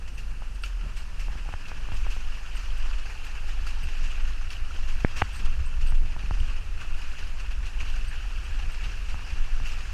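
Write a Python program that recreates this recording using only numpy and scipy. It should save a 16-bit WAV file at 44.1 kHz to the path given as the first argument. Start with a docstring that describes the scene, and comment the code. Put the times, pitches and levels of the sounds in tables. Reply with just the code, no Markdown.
"""Off-road vehicle on a muddy woodland trail

A four-wheel-drive vehicle crawls along, heard by a cased camera bolted to its body. Low engine orders hum,
a faint higher order shows briefly, the mount swings and shakes in noise bands. Tyres hiss and crunch as shaped
noise over mud and wet leaves; pops are short rising tones, snaps ringing modes. The case ticks, twigs strike it
as pushes and brief rings, a loose metal part rings thinly under noise rubs, over a steady microphone hiss."""
import sys
import numpy as np
from scipy import signal
from scipy.fft import rfft, irfft
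from scipy.io import wavfile
from scipy.ndimage import uniform_filter1d

SR = 44100
rng = np.random.default_rng(int(sys.argv[2]) if len(sys.argv) > 2 else 0)


def pcm_store(signal):
    """Save signal as 16-bit PCM."""
    levels = np.round(np.clip(np.atleast_2d(signal), -1, 1) * 32767)
    wavfile.write(sys.argv[1], SR, levels.astype(np.int16).T)


N = 437913

# tyres rolling on wet leaves: (time [s], level [dB])
ROLLING = [(0.0, -54.5), (.6, -52.5), (2.16, -47), (3.59, -47), (4.06, -45), (4.42, -48.5), (5.25, -46),
           (5.97, -50.5), (6.44, -46.5), (6.72, -50), (7.11, -46), (7.69, -50), (7.88, -46.5),
           (9.62, -46.5), (9.93, -45)]
# outside sound as it passes the case: (frequency [Hz], relative level [dB])
CASE = [(150, 0), (400, -4), (650, -5), (1090, -3), (1380, 0), (1770, -1), (2070, -7), (2700, 3),
        (3100, -5.5), (3600, -14), (4500, -12), (6500, -16.5), (9000, -29.5), (12000, -35.5), (15500, -47)]


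def gain_of(db):
    """dB to amplitude gain; gain_of(2 * db) is power."""
    return 10 ** (np.asarray(db) / 20)


def evened(x):
    """Scales to rms 1."""
    return x / np.sqrt(np.mean(x ** 2) + 1e-20)


def columns(rows):
    """Interpolates each value column of a time table to every sample."""
    time_s, *values = np.transpose(rows)
    return [np.interp(np.arange(N) / SR, time_s, value) for value in values]


def coloured(x, points):
    """Filters by a spectrum of (frequency [Hz], level [dB]) points."""
    point_hz, point_db = np.transpose(points)
    hz = np.fft.rfftfreq(len(x), 1 / SR)
    spectrum_db = np.interp(np.log(hz + 1), np.log(point_hz + 1), point_db)
    return irfft(rfft(x) * gain_of(spectrum_db), len(x))


def add(mix, start_s, sound):
    """Mixes a sound in at a time, cut at the end of the mix."""
    part = mix[round(start_s * SR):][:len(sound)]
    part += sound[:len(part)]


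def drift(top_hz):
    """Slow random wander of rms 1: 24 sines over the three octaves up to top_hz."""
    t = np.arange(0, N, 256) / SR
    waves = sum(np.sin(2 * np.pi * (hz * t + rng.random())) / np.sqrt(hz)
                for hz in np.geomspace(top_hz / 8, top_hz, 24))
    return np.interp(np.arange(N) / SR, t, evened(waves))


def swells(rows, half_s):
    """Sums bell-shaped swells of power at (time [s], level [dB]); half_s is the 1/e half width."""
    t = np.arange(0, N, 128) / SR
    power = sum(gain_of(2 * db) * np.exp(-((t - s) / half_s) ** 2) for s, db in rows)
    return np.interp(np.arange(N) / SR, t, power)


def engine():
    """Low orders of the firing rate, wavering in common pitch and separate levels."""
    # (time [s], firing rate [Hz], level [dB])
    engine_curve = [(0, 45.24, -38.5), (.7, 40.1, -28.5), (.9, 37.4, -33), (1.1, 35.1, -28),
                    (1.5, 36.6, -36), (1.65, 38.2, -49), (1.8, 40.08, -29), (2.3, 38.9, -31.5),
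                    (2.45, 39.73, -34), (2.9, 38.9, -28.5), (3.2, 40.06, -39.5), (3.7, 40.73, -33),
                    (4, 39.06, -45), (4.3, 42.8, -32.5), (4.7, 40.95, -38), (5.3, 40.05, -38.5),
                    (5.8, 39.02, -33), (6.1, 38.9, -40), (6.3, 39.06, -28.5), (6.9, 39.97, -37),
                    (7.2, 40.96, -41), (7.55, 40, -29), (8.5, 39.97, -32.5), (9.1, 40.96, -26.5),
                    (9.3, 40.04, -40), (9.5, 39.96, -32), (9.93, 39, -32.5)]
    # (multiple of the firing rate, relative level [dB])
    orders = [(1, -3), (1.5, -16.5)]
    firing_hz, level_db = columns(engine_curve)
    turns = np.cumsum(firing_hz * (1 + 0.022 * drift(11))) / SR
    out = np.zeros(N)
    for multiple, order_db in orders:
        gain = np.sqrt(2) * gain_of(level_db + order_db + 2.5 * drift(10))
        out += gain * np.sin(2 * np.pi * (multiple * turns + rng.random()))
    return out


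def higher_engine_orders():
    """Faint third or fourth order of the firing rate, heard briefly as a sine that swells and fades."""
    # (start [s], length [s], from [Hz], to [Hz], level at mid-length [dB])
    order_lines = [(.05, 0.49, 140.9, 121.3, -61), (.9, 0.6, 141, 142, -56.5)]
    out = np.zeros(N)
    for s, length_s, from_hz, to_hz, db in order_lines:
        u = np.arange(0, 1, 1 / (length_s * SR))
        turns = np.cumsum(from_hz + (to_hz - from_hz) * u) / SR
        add(out, s, gain_of(db) * np.sqrt(2 * np.sin(np.pi * u)) * np.sin(2 * np.pi * turns))
    return out


def mount():
    """Two bracket modes beat in a wide sway; trail and bumps rumble in the chassis and thud above it."""
    # mount swinging on its bracket: (time [s], swing rate [Hz], level [dB])
    swing_curve = [(0, 15, -36), (.4, 17.1, -30.5), (.72, 14.9, -43), (1.35, 12.5, -29), (1.55, 17, -36.5),
                   (2.1, 14, -22.5), (2.46, 15.5, -33), (2.9, 15.5, -21), (3.15, 17, -35.5),
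                   (3.45, 15.4, -24.5), (3.65, 15, -29.5), (3.9, 18.9, -24), (4.25, 17.7, -23.5),
                   (4.51, 16.1, -30.5), (4.98, 17.1, -22), (5.34, 15, -37.5), (5.45, 14.6, -19),
                   (5.67, 17, -25.5), (5.95, 18, -17), (6.25, 16, -32), (6.44, 18.2, -20), (6.64, 17, -32),
                   (6.92, 14, -26), (7.44, 14.9, -29), (7.9, 17.9, -23), (8.3, 19.3, -32.5),
                   (8.7, 18.8, -25), (8.95, 15, -33.5), (9.09, 15, -24), (9.26, 15, -36.5),
                   (9.45, 17.6, -19.5), (9.93, 18, -32.5)]
    # trail roughness felt in the chassis: (time [s], rumble level [dB], thud level [dB])
    trail = [(0, -56, -48.5), (.8, -47, -55), (1.3, -49, -52), (2, -52, -49), (2.4, -45.5, -54.5),
             (4.8, -39, -53), (5.2, -37, -51), (6.4, -40.5, -48), (6.8, -40.5, -51), (7.1, -40, -53),
             (9.93, -41, -50.5)]
    # single bumps under the wheels: (peak time [s], rumble level [dB], thud level [dB])
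    bumps = [(.86, -43, -42.5), (1.36, -46, -48), (3.4, -44, -59), (3.62, -36, -52), (3.84, -30, -43.5),
             (4.03, -33, -48.5), (4.47, -37, -62), (5.45, -35.5, -43.5), (5.608, -30, -54),
             (5.84, -32.5, -45.5), (6.03, -41, -42.5), (6.42, -22.5, -46), (6.61, -38, -60),
             (8.03, -41, -47), (8.5, -33, -64), (8.68, -33, -48.5), (8.89, -53, -43.5), (9.33, -33, -53),
             (9.62, -31, -45)]
    # spectra of sway, chassis rumble and thud: (frequency [Hz], relative level [dB])
    sway_colour = [(2, -6), (8, 9), (29, 8.5), (38, 2), (50, 5), (80, -54), (400, -92)]
    chassis_colour = [(30, -4), (48, 1.5), (66, 4), (90, -7.5), (115, -19), (200, -75), (800, -90)]
    thud_colour = [(60, -5.5), (95, 0.5), (160, -5), (300, -17.5), (600, -26.5), (1200, -29.5), (4000, -84)]
    upper_ratio, upper_db = 1.26, -9  # second bracket mode relative to the first
    sway_db, swing_ref_db, sway_follows = -32, -25, 0.48  # sway level at the reference swing; dB per dB
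    bump_half_s, thud_half_s = 0.018, 0.027

    swing_hz, swing_db = columns(swing_curve)
    swing = np.zeros(N)
    for ratio, mode_db in ((1, 0), (upper_ratio, upper_db)):
        gain = np.sqrt(2) * gain_of(swing_db + mode_db + 2.0 * drift(41))
        turns = np.cumsum(ratio * swing_hz * (1 + 0.0568 * drift(3.0))) / SR
        swing += gain * np.sin(2 * np.pi * (turns + rng.random()))

    sway, rumble, thud = (evened(coloured(rng.standard_normal(N) * gain_of(1.16 * drift(23)), colour))
                          for colour in (sway_colour, chassis_colour, thud_colour))
    sway *= gain_of(sway_db + sway_follows * (swing_db - swing_ref_db))
    rumble_db, thud_db = columns(trail)
    bump_s, bump_rumble_db, bump_thud_db = np.transpose(bumps)
    rumble *= np.sqrt(gain_of(2 * rumble_db) + swells(zip(bump_s, bump_rumble_db), bump_half_s))
    thud *= np.sqrt(gain_of(2 * thud_db) + swells(zip(bump_s, bump_thud_db), thud_half_s))
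    return swing + sway + rumble + thud


def tyres():
    """Rolling hiss of random short-time spectra; crunches rise fast and fade; small cracks fall at random."""
    # leaves and sticks crushed: (time [s], level [dB], brightness [dB per octave], t60 [s])
    crunches = [(0.0792, -51, 7, 0.16), (0.1775, -46.5, 6.5, 0.27), (.5536, -46, 4, .08),
                (0.638, -42, 6.5, 0.25), (0.967, -42, 5, 0.27), (1.196, -42.5, 5, 0.36),
                (1.6784, -46, 5, 0.18), (1.9614, -45.5, 6.5, 0.26), (2.1021, -43, 6, 0.36),
                (2.568, -45.5, 4.5, 0.52), (2.8523, -45, 3.5, 0.26), (3.1012, -42.5, 3, 0.2),
                (3.2392, -45.5, 5, 0.26), (3.474, -44, 4.5, 0.3), (3.6671, -40, 5.5, 0.25),
                (4.032, -42, 3.5, 0.3), (4.1107, -41.5, 2, 0.16), (4.2753, -42, 2, 0.29),
                (4.5053, -41.5, 5.5, 0.26), (4.74, -44, 2, 0.32), (4.8806, -41.5, 4, 0.33),
                (5.0055, -38.5, 4.5, 0.046), (5.1658, -33.5, 3, 0.19), (5.1844, -35, 3, 0.16),
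                (5.3492, -42, 6, 0.2), (5.394, -40, 3, .15), (5.4525, -41, 3, 0.13),
                (5.8107, -40.5, 3, 0.16), (5.8619, -45, 2, 0.18), (5.948, -41.5, 3, 0.081),
                (6.335, -42, 1.5, 0.19), (6.4975, -50, 1, 0.12), (6.6616, -47, -2, 0.081),
                (6.808, -43.5, 3.5, 0.3), (6.975, -51, 7, 0.21), (7.185, -38.5, 2.5, 0.17),
                (7.2654, -53, 8, 0.21), (7.4003, -39, 3.5, 0.089), (7.5082, -40.5, 3, 0.13),
                (7.6575, -42, 4, 0.3), (7.801, -38, 3.5, 0.22), (7.887, -44, 5, 0.091),
                (7.955, -42.5, 3.5, 0.24), (8.147, -45, 1.5, 0.1), (8.8407, -46.5, 6, 0.15),
                (9.0905, -42.5, 5, 0.19), (9.359, -43.5, 0, 0.2), (9.6556, -39.5, 4.5, 0.41)]
    neutral_db, brighter = -51, 0.36  # louder rolling is brighter: dB per octave per dB above neutral
    crunch_rise_s = 0.015
    hop, window = 64, 256
    frames, hz = N // hop + 5, np.fft.rfftfreq(window, 1 / SR)
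    t = np.arange(frames) * hop / SR
    octaves = np.log2((hz[:, None] + 300) / 2700)  # zero at 2400 Hz, compressed in the bass

    level_db = np.interp(t, *np.transpose(ROLLING))
    power = gain_of(2 * (level_db + brighter * (level_db - neutral_db) * octaves))
    for s, crunch_db, bright, t60_s in crunches:
        age_s = t - s
        rise = np.clip(age_s / crunch_rise_s + .5, 0, 1) ** 2
        fade = gain_of(-120 * np.clip(age_s, 0, 1) / t60_s)  # power
        power = power + rise * fade * gain_of(2 * (crunch_db + bright * octaves))

    cracks = (rng.random(frames) < .045) * gain_of(8.0 * np.minimum(rng.exponential(1, frames), 2.3))
    crack_power = signal.lfilter([1], [1, -.85], cracks)  # each dies in some 10 ms
    power = power * (1 + 0.37 * gain_of(-2 * octaves ** 2) * crack_power)

    real, imag, patches = rng.standard_normal((frames, 129, 3)).T
    noise = real + 1j * imag
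    patches = evened(uniform_filter1d(uniform_filter1d(patches, 16, 1), 4, 0))  # uneven in time and pitch
    case_hz, case_db = np.transpose(CASE)
    case_gain = gain_of(np.interp(np.log(hz + 1), np.log(case_hz), case_db))[:, None]
    overlap = window - hop
    unit_rms = signal.istft(noise * case_gain, nperseg=window, noverlap=overlap)[1].std()
    spectra = noise * np.sqrt(power) * gain_of((1.42 + 0.44 * octaves) * patches)
    outside = signal.istft(spectra, nperseg=window, noverlap=overlap)[1][:N]
    return coloured(outside, CASE) / unit_rms


def pops():
    """Small air pockets burst in the mud: a few cycles each, rising a little in pitch."""
    # the clearest pops: (time [s], peak level [dB], starting pitch [Hz])
    clear_pops = [(1.457, -45, 800), (1.525, -47, 744), (2.567, -35, 2700), (2.705, -37, 2865),
                  (3.157, -45.5, 790), (4.567, -37, 2762), (4.65, -38, 2693), (4.708, -36, 1288),
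                  (4.763, -37, 2850), (6.402, -34, 2800), (6.817, -36, 1425), (7.227, -40, 1503),
                  (7.789, -36, 2713), (7.805, -28, 2280), (7.811, -31, 2543), (7.94, -39, 1399),
                  (8.01, -38, 2602), (8.113, -36, 1623), (9.658, -35, 2630), (9.672, -34, 2636),
                  (9.7, -35, 2570)]
    pops_per_s, over_rolling_db = 58, 2  # the small, random pops
    span_cycles, rise = 9.3, 0.085  # swell peaks at a quarter of the span
    out, draws = np.zeros(N), rng.random((int(pops_per_s * N / SR), 3))
    small_s = draws[:, 0] * N / SR
    small_hz = 700 * 10 ** draws[:, 2]
    small_db = over_rolling_db + np.interp(small_s, *np.transpose(ROLLING))
    small_db -= 1.1 * np.log(draws[:, 1] + 0.059)  # a few stand out
    small_db += np.interp(small_hz, *np.transpose(CASE))
    for s, db, hz in [*clear_pops, *zip(small_s, small_db, small_hz)]:
        turns = np.arange(0, 3 * span_cycles, hz / SR)
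        u = turns / span_cycles
        swell = 4 * u * np.exp(1 - 4 * u)
        add(out, s, gain_of(db) * swell * np.sin(2 * np.pi * turns * (1 + rise * u)))
    return out


def snaps():
    """A stick gives in a few quick breaks that ring short modes."""
    # sticks breaking: (time [s], first break level [dB], extra low mode level [dB])
    breaking_sticks = [(0.0793, -50, -12), (0.6363, -33.5, 5.5), (0.6397, -37.5, -6), (.647, -43.5, -10),
                       (0.968, -53, -3), (2.5676, -47, -8), (2.912, -50, 14), (3.6682, -44.5, 11),
                       (4.5046, -38, -13), (7.4027, -48, -1)]
    # stick modes: (frequency [Hz], t60 [s], relative level [dB])
    stick_modes = [(1350, 0.022, 0.5), (2360, 0.025, -2), (2700, 0.028, 4.5), (2930, 0.04, -4.5),
                   (3240, 0.018, -1.5), (4590, 0.025, 0), (5200, 0.016, -6.5), (9000, 0.019, -10.5)]
    out, t = np.zeros(N), np.arange(2200) / SR
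    for s, db, low_db in breaking_sticks:
        breaks = rng.uniform(-0.68, 0.39, 130) * (rng.random(130) < .07) * np.exp(-np.arange(130) / 90)
        breaks[0] = 1
        ring = sum(gain_of(mode_db + low_db * (hz < 2000) - 60 * t / t60_s) * np.sin(2 * np.pi * hz * t)
                   for hz, t60_s, mode_db in stick_modes)
        onset = 1 - np.exp(-t / .0003)
        add(out, s, gain_of(db) * np.convolve(breaks, ring * onset))
    return out


def ticks_and_double_blow():
    """Case ticks and one hard double blow: a quick cycle rings the case, then a slow push as it rocks back."""
    # case ticks and, at 5.22 s, a hard double blow of a twig on the case:
    # (time [s], cycle level [dB], nominal cycle pitch [Hz], low push level [dB])
    contacts = [(.42, -30.5, 1110, -40), (1.282, -30.5, 1110, -31), (1.353, -35, 905, -29),
                (1.488, -26, 1200, -28), (1.537, -22, 1374, -21.5), (1.715, -25.5, 1250, -36),
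                (1.886, -29, 1194, -25), (1.918, -27, 1200, -20), (1.94, -34, 1000, -30),
                (2.065, -25.5, 1058, -30), (2.164, -31.5, 892, -35), (2.858, -35, 1100, -47),
                (2.886, -37, 1204, -41), (2.911, -40, 1305, -44), (3.097, -35, 1090, -45),
                (3.441, -34.5, 1103, -44), (4.787, -34, 1302, -40), (5.2162, -13, 1690, -47),
                (5.2187, -5, 1580, -11), (5.9207, -28.5, 1600, -23), (6.163, -27.5, 1300, -22.5),
                (6.235, -35, 900, -22), (6.308, -20, 1112, -15.5), (6.846, -34, 1098, -42),
                (7.83, -34, 1099, -34), (8.91, -42, 1196, -39), (9.142, -26, 1304, -22),
                (9.191, -31, 1400, -44), (9.599, -29, 1288, -41)]
    out, t = np.zeros(N), np.arange(-100, 900) / SR
    # lowest case mode, swelling with the contact
    ring = np.sin(2 * np.pi * 790 * (t - .0004)) * gain_of(-60 * np.where(t > 0, t / .012, -t / .005))
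    high = np.sin(2 * np.pi * 2850 * t) * gain_of(-60 * t / 0.0095) * (t > 0)
    top = np.sin(2 * np.pi * 3700 * t) * gain_of(-60 * t / .007) * (t > 0)
    push = np.sin(2 * np.pi * 75 * (t - .0012)) * np.exp(-t / .008) * (t > .0012)
    for s, db, hz, push_db in contacts:
        cycle = -(t * hz * 3.35 + 0.11) * np.exp(.5 - .5 * (4.84 * hz * t) ** 2)
        knock = cycle + 0.23 * hz / 1900 * ring - 0.083 * high - 0.017 * top
        add(out, s, gain_of(db) * knock + gain_of(push_db) * push)
    return out


def twig():
    """A blow on the case pushes the microphone one way; the case rings briefly and swings back."""
    # (time [s], push level [dB], ring level [dB])
    blows = [(5.0475, -4.5, -12)]
    out, t = np.zeros(N), np.arange(2500) / SR
    push = (1 - np.exp(-(t / .0006) ** 3)) * (2.0 * np.exp(-t / .0015) - .27 * np.exp(-t / .008))
    modes = np.sin(2 * np.pi * 1670 * t)
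    modes += .65 * np.sin(2 * np.pi * 2250 * (t + .00012))
    modes += .09 * np.sin(2 * np.pi * 3400 * t)
    ring = modes * np.exp(-t / .0013) * (1 - np.exp(-(t / .0005) ** 3))
    for s, push_db, ring_db in blows:
        add(out, s, -gain_of(push_db) * push - gain_of(ring_db) * ring)
    return out


def loose_metal():
    """Short rubs of noise drive the narrow modes of the part."""
    # (time [s], level [dB], extra level of the modes above 9 kHz [dB])
    rubs = [(0.14, -52, -8), (0.544, -52, -13), (0.62, -46, -12), (0.65, -57, -8), (0.962, -51, -8),
            (1.937, -51, -8), (2.5524, -48, -3), (2.774, -54, 0), (3.245, -52, 2), (3.829, -48, 2),
            (5.1714, -58, 0), (5.3284, -44, -11), (5.3578, -44, -12), (5.447, -55, -8), (5.656, -48.5, -15),
            (5.857, -54, 4), (5.8685, -40, -13), (5.89, -44, -9), (6.3962, -53, -12), (7.915, -55, -5),
            (8.076, -43, -11), (8.4335, -53, -4), (8.714, -51, -3)]
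    # (frequency [Hz], bandwidth [Hz], relative level [dB])
    metal_modes = [(1660, 50, -10), (4670, 80, -14), (8240, 50, -5), (8560, 160, -19), (10150, 60, -19),
                   (11720, 70, -15), (12880, 60, -15), (14800, 90, -22)]
    rub_s = 0.021
    out, u = np.zeros(N), np.arange(6000) / SR / rub_s
    for s, db, top_db in rubs:
        rub = rng.standard_normal(len(u)) * np.sqrt(np.minimum(u / 0.13, 1)) * np.exp(-u ** 2)
        for hz, width_hz, mode_db in metal_modes:
            r = np.exp(-np.pi * width_hz / SR)  # pole radius
            pole = r * np.exp(2j * np.pi * hz / SR)
            ring = signal.lfilter([np.sqrt(1 - r * r)], [1, -pole], rub).real
            add(out, s, gain_of(db + mode_db + top_db * (hz > 9000)) * ring)
    return out


def scene():
    """All parts at one microphone."""
    vehicle = engine() + higher_engine_orders() + mount()
    ground = tyres() + pops() + snaps()
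    case_and_metal = ticks_and_double_blow() + twig() + loose_metal()
    return (vehicle + ground + case_and_metal)[None]


def record(dry):
    """Steady hiss of the microphone, then the band limit."""
    # (frequency [Hz], relative level [dB])
    hiss_colour = [(1000, -17), (5000, 9), (10000, 1), (13000, -9), (15500, -5.5)]
    hiss_db, edge_hz = -61.5, 15200
    hiss = gain_of(hiss_db) * evened(coloured(rng.standard_normal(N), hiss_colour))
    lowpass = signal.firwin(1023, edge_hz, window=("kaiser", 10), fs=SR)
    return signal.oaconvolve(dry + hiss, lowpass[None], "same")


dry = scene()
out = record(dry)
pcm_store(out)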